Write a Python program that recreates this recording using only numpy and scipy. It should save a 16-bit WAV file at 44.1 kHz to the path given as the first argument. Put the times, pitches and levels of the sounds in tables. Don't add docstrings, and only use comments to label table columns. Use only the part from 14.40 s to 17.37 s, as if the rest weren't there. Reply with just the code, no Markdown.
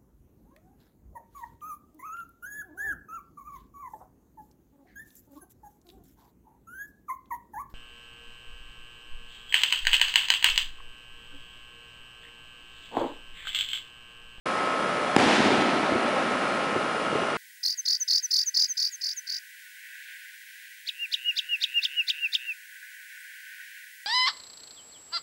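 import sys
import numpy as np
from scipy import signal
from scipy.fft import rfft, irfft, next_fast_len
from scipy.io import wavfile
from scipy.ndimage import map_coordinates

SR = 44100
rng = np.random.default_rng(int(sys.argv[2]) if len(sys.argv) > 2 else 0)


def decibels_to_gain(level_db):
    exponent = np.asarray(level_db, float) / 20
    return 10 ** exponent


def transcribe(signal):
    frames = np.atleast_2d(signal).T
    limited = np.clip(frames, -1, 1)
    pcm = np.round(limited * 32767).astype(np.int16)
    wavfile.write(sys.argv[1], SR, pcm)


N = 130977

# t/s, level/dB, sign, push/ms, front/ms
BURST = [
    (.76416, -.5, -1, .6, .025),
    (.76465, 6.5, 1, .52, .05),
    (.76505, -1, 1, 1.4, .04),
    (.76562, -4.5, 1, 1.6, .05),
    (.7663, 10.5, -1, 1.1, 1.0),
    (.7677, 8, -1, .5, .5),
]
# t/s, level/dB, sign, push/ms, front/ms
HOUSE_SLAPS = [
    (.7884, 4, -1, 1.1, .5),
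    (.794, -9, -1, .3, .04),
    (.7982, 2, -1, .7, .3),
    (.8013, -4, -1, .3, .02),
    (.8022, -2, 1, .6, .15),
    (.8493, -1, 1, .6, .1),
    (.8608, 2, -1, .9, .4),
    (.8712, -4, 1, .35, .1),
    (.8925, -2, -1, .5, .1),
    (.8942, -4, 1, .35, .08),
]
# t/s, level/dB
ECHO_SWELL = [
    (0.768, -25),
    (.785, -11.5),
    (.81, -16),
    (.87, -16),
    (.95, -20.5),
    (1.15, -23.5),
    (1.3, -28),
    (1.6, -31.5),
    (2.1, -39),
]
# f/Hz, level/dB
WALL_COLOUR = [(40, -39), (120, -15.5), (260, -0.5), (520, -12), (770, -7), (1100, -14.5), (2200, -16),
               (10900, -40.5)]
# f/Hz, change/(dB per s)
AIR_LOSS = [(200, 1.5), (1500, -1.5), (4000, -1), (10000, -21)]
# f/Hz, level/(dB per Hz)
LEAF_COLOUR = [(500, -30), (1500, 0), (3000, -1.5), (5000, -9.5), (10900, -28)]
# t/s, peak level/dB, f/Hz, t60/s
YARD_BOOMS = [
    (.7685, -15, 282, 0.058),
    (.787, -32, 272, 0.53),
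    (.797, -15, 742, 0.16),
    (.82, -18, 276, 0.08),
    (.845, -23, 200.1, 0.51),
    (.99, -20.5, 192, 0.21),
    (1.05, -19, 299, .25),
    (1.11, -20.5, 389, 0.16),
    (1.17, -21.5, 210, 0.16),
]
# t/s, peak level/dB, f/Hz, t60/s
FAR_SHELLS = [
    (1.521, -8.5, 304, 0.03),
    (1.55, -10.5, 356, 0.048),
    (1.76, -27.5, 767, 0.25),
    (2.356, -17.5, 360, 0.085),
    (2.723, -18, 460, .05),
    (2.75, -14.5, 430, 0.057),
    (2.818, -12.5, 365, 0.029),
]
SHAFT_MULTIPLES = [9, 10, 11, 15, 18, 19, 21, 22, 23, 24, 26, 28, 30, 39, 40, 48, 49, 56, 72, 86, 88, 100,
                   150, 157, 163, 168, 174]
# rms level/dB, drift/(dB per s)
SHAFT_TONES = [(-43.5, -0.2), (-40.5, -1.7), (-49.5, 2.1), (-78, 7.5), (-38.5, -1.6), (-46.5, -1.2),
               (-43, 0.5), (-32.5, -1.74), (-47.5, 1), (-40.5, 0.54), (-54.5, -5.3), (-50, 0), (-49, -1.3),
               (-49, -7.5), (-55, 1.5), (-54, 2.1), (-54.5, 2), (-52, -3), (-59.5, .1), (-60.5, 0.3),
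               (-62, -2), (-67, 1), (-70, -6), (-66, 1), (-74, 0.5), (-69, -1), (-71, -2)]
# f/Hz, level/(dB per Hz)
FAN_COLOUR = [(30, -29), (200, -6), (380, -8.5), (590, -6), (1100, -12.5), (2100, -15.5), (6500, -35.5),
              (10900, -39.5)]

SLAPS_PER_S, SLAP_SPREAD_DB, SLAP_SHARE = 900, 2.5, .3
ECHO_DB = 2
LEAVES_S, LEAVES_DB, LEAVES_RISE_S, LEAVES_T60_S = 0.772, -18.5, 0.075, 1.57
SHAFT_HZ, FAN_DB = 58.92, -26
MAINS_HZ, MAINS_DB = 50, -46
START_S, BASS_HZ, TOP_HZ, CLIP_LEVEL = .0555, 140, 10930, .715
DUCK_DB, DUCK_S = -6, .012
SAG_DB, SAG_S = -6, 0.25


def unit(x):
    return x / np.sqrt(np.mean(x ** 2) + 1e-20)


def along(points, hz):
    f, v = np.transpose(points)
    return np.interp(np.log(hz + 1), np.log(f + 1), v)


def wobble(rate):
    knots = rng.standard_normal(int(N * rate / SR) + 4)
    return map_coordinates(knots, [np.arange(N) * rate / SR])


def filtered(x, response):
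    m = next_fast_len(N + 8192)
    return irfft(rfft(x, m) * response(np.fft.rfftfreq(m, 1 / SR)), m)[:N]


def coloured_noise(colour):
    return unit(filtered(rng.standard_normal(N), lambda hz: decibels_to_gain(along(colour, hz))))


def blast():
    t = np.arange(N) / SR
    out = np.zeros(N)
    for s, db, sign, push_ms, front_ms in [*BURST, *HOUSE_SLAPS]:
        lag_ms = np.clip(t - s, 0, .05) * 1000
        push = (1 - lag_ms / push_ms) * np.exp(-lag_ms / push_ms)
        front = 1 - np.exp(-lag_ms / front_ms)
        out += np.sign(sign) * decibels_to_gain(db) * push * front
    return out


def echoes():
    t = np.arange(N) / SR
    chance, size = rng.random(N), rng.exponential(1, N)
    sign = np.sign(rng.standard_normal(N))
    slaps = (chance < SLAPS_PER_S / SR) * decibels_to_gain(SLAP_SPREAD_DB * np.minimum(size, 2)) * sign
    wash = rng.standard_normal(N)
    source = np.sqrt(SLAP_SHARE) * unit(slaps) + np.sqrt(1 - SLAP_SHARE) * wash
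    near = unit(filtered(source, lambda hz: decibels_to_gain(along(WALL_COLOUR, hz))))

    s, db = np.transpose(ECHO_SWELL)
    hz, frame_s, z = signal.stft(near, SR, nperseg=512)
    travel_s = np.clip(frame_s - s[0], 0, 1.2)
    loss_db = along(AIR_LOSS, hz)[:, None] * travel_s
    far = signal.istft(z * decibels_to_gain(loss_db), SR, nperseg=512)[1][:N]

    tail_db = -12 * np.clip(t - s[-1], 0, None)
    level_db = np.interp(t, s, db) + tail_db + ECHO_DB + 1.1 * wobble(25.62)
    onset = np.clip((t - s[0]) / 0.0024, 0, 1)
    return onset * decibels_to_gain(level_db) * far


def trees():
    lag = np.clip(np.arange(N) / SR - LEAVES_S, 0, None)
    level_db = LEAVES_DB - 60 * lag / LEAVES_T60_S + wobble(39.5)
    rise = 1 - np.exp(-lag / LEAVES_RISE_S)
    return decibels_to_gain(level_db) * rise * coloured_noise(LEAF_COLOUR)


def thumps():
    out = np.zeros(N + SR)
    t = np.arange(SR // 4) / SR
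    partials = [(1, 1), (.7, .6), (1.4, .35), (.3, .5)]
    for s, db, hz, t60 in [*YARD_BOOMS, *FAR_SHELLS]:
        waver = np.cumsum(rng.standard_normal(len(t))) * .02
        ring = sum(gain * np.sin(2 * np.pi * ratio * hz * t + waver) for ratio, gain in partials)
        envelope = decibels_to_gain(db + 3.5 - 60 * t / t60) * (1 - np.exp(-t / 0.0042))
        out[round(s * SR):][:len(t)] += envelope * ring
    return out[:N]


def compressor():
    t = np.arange(N) / SR
    turn = 2 * np.pi * SHAFT_HZ * t + .03 * wobble(2) + .006 * wobble(40)
    tones = np.zeros(N)
    for k, (db, drift) in zip(SHAFT_MULTIPLES, SHAFT_TONES):
        level_db = db + 3 + drift * t + (1 + .02 * k) * wobble(7)
        tones += decibels_to_gain(level_db) * np.sin(k * turn + 2 * np.pi * rng.random())
    fan_level = decibels_to_gain(FAN_DB - 2.08 + 0.44 * wobble(3.96))
    blade_beat = 1 + 0.062 * np.sin(2 * turn)
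    hum = decibels_to_gain(MAINS_DB) * np.sin(2 * np.pi * MAINS_HZ * t)
    return tones + hum + fan_level * blade_beat * coloured_noise(FAN_COLOUR)


def scene():
    return (blast() + echoes() + trees() + thumps() + compressor())[None]


def band_limit(x):
    return signal.sosfilt(signal.butter(12, 10920, fs=SR, output="sos"), x)


def record(dry):
    t = np.arange(N) / SR
    after = np.clip(t - BURST[-1][0], 0, None)
    duck_db = DUCK_DB * np.exp(-after / DUCK_S) + SAG_DB * np.exp(-after / SAG_S)
    duck_db = duck_db * np.clip(after / 0.0052, 0, 1)
    x = filtered(dry[0], lambda hz: (hz < TOP_HZ) * (1j * hz / (BASS_HZ + 1j * hz)) ** 2)
    x = np.clip(x * decibels_to_gain(duck_db), -CLIP_LEVEL, CLIP_LEVEL)
    mix = x * np.clip((t - START_S) / 0.0044, 0, 1)
    return band_limit(mix[None])


dry = scene()
out = record(dry)
transcribe(out)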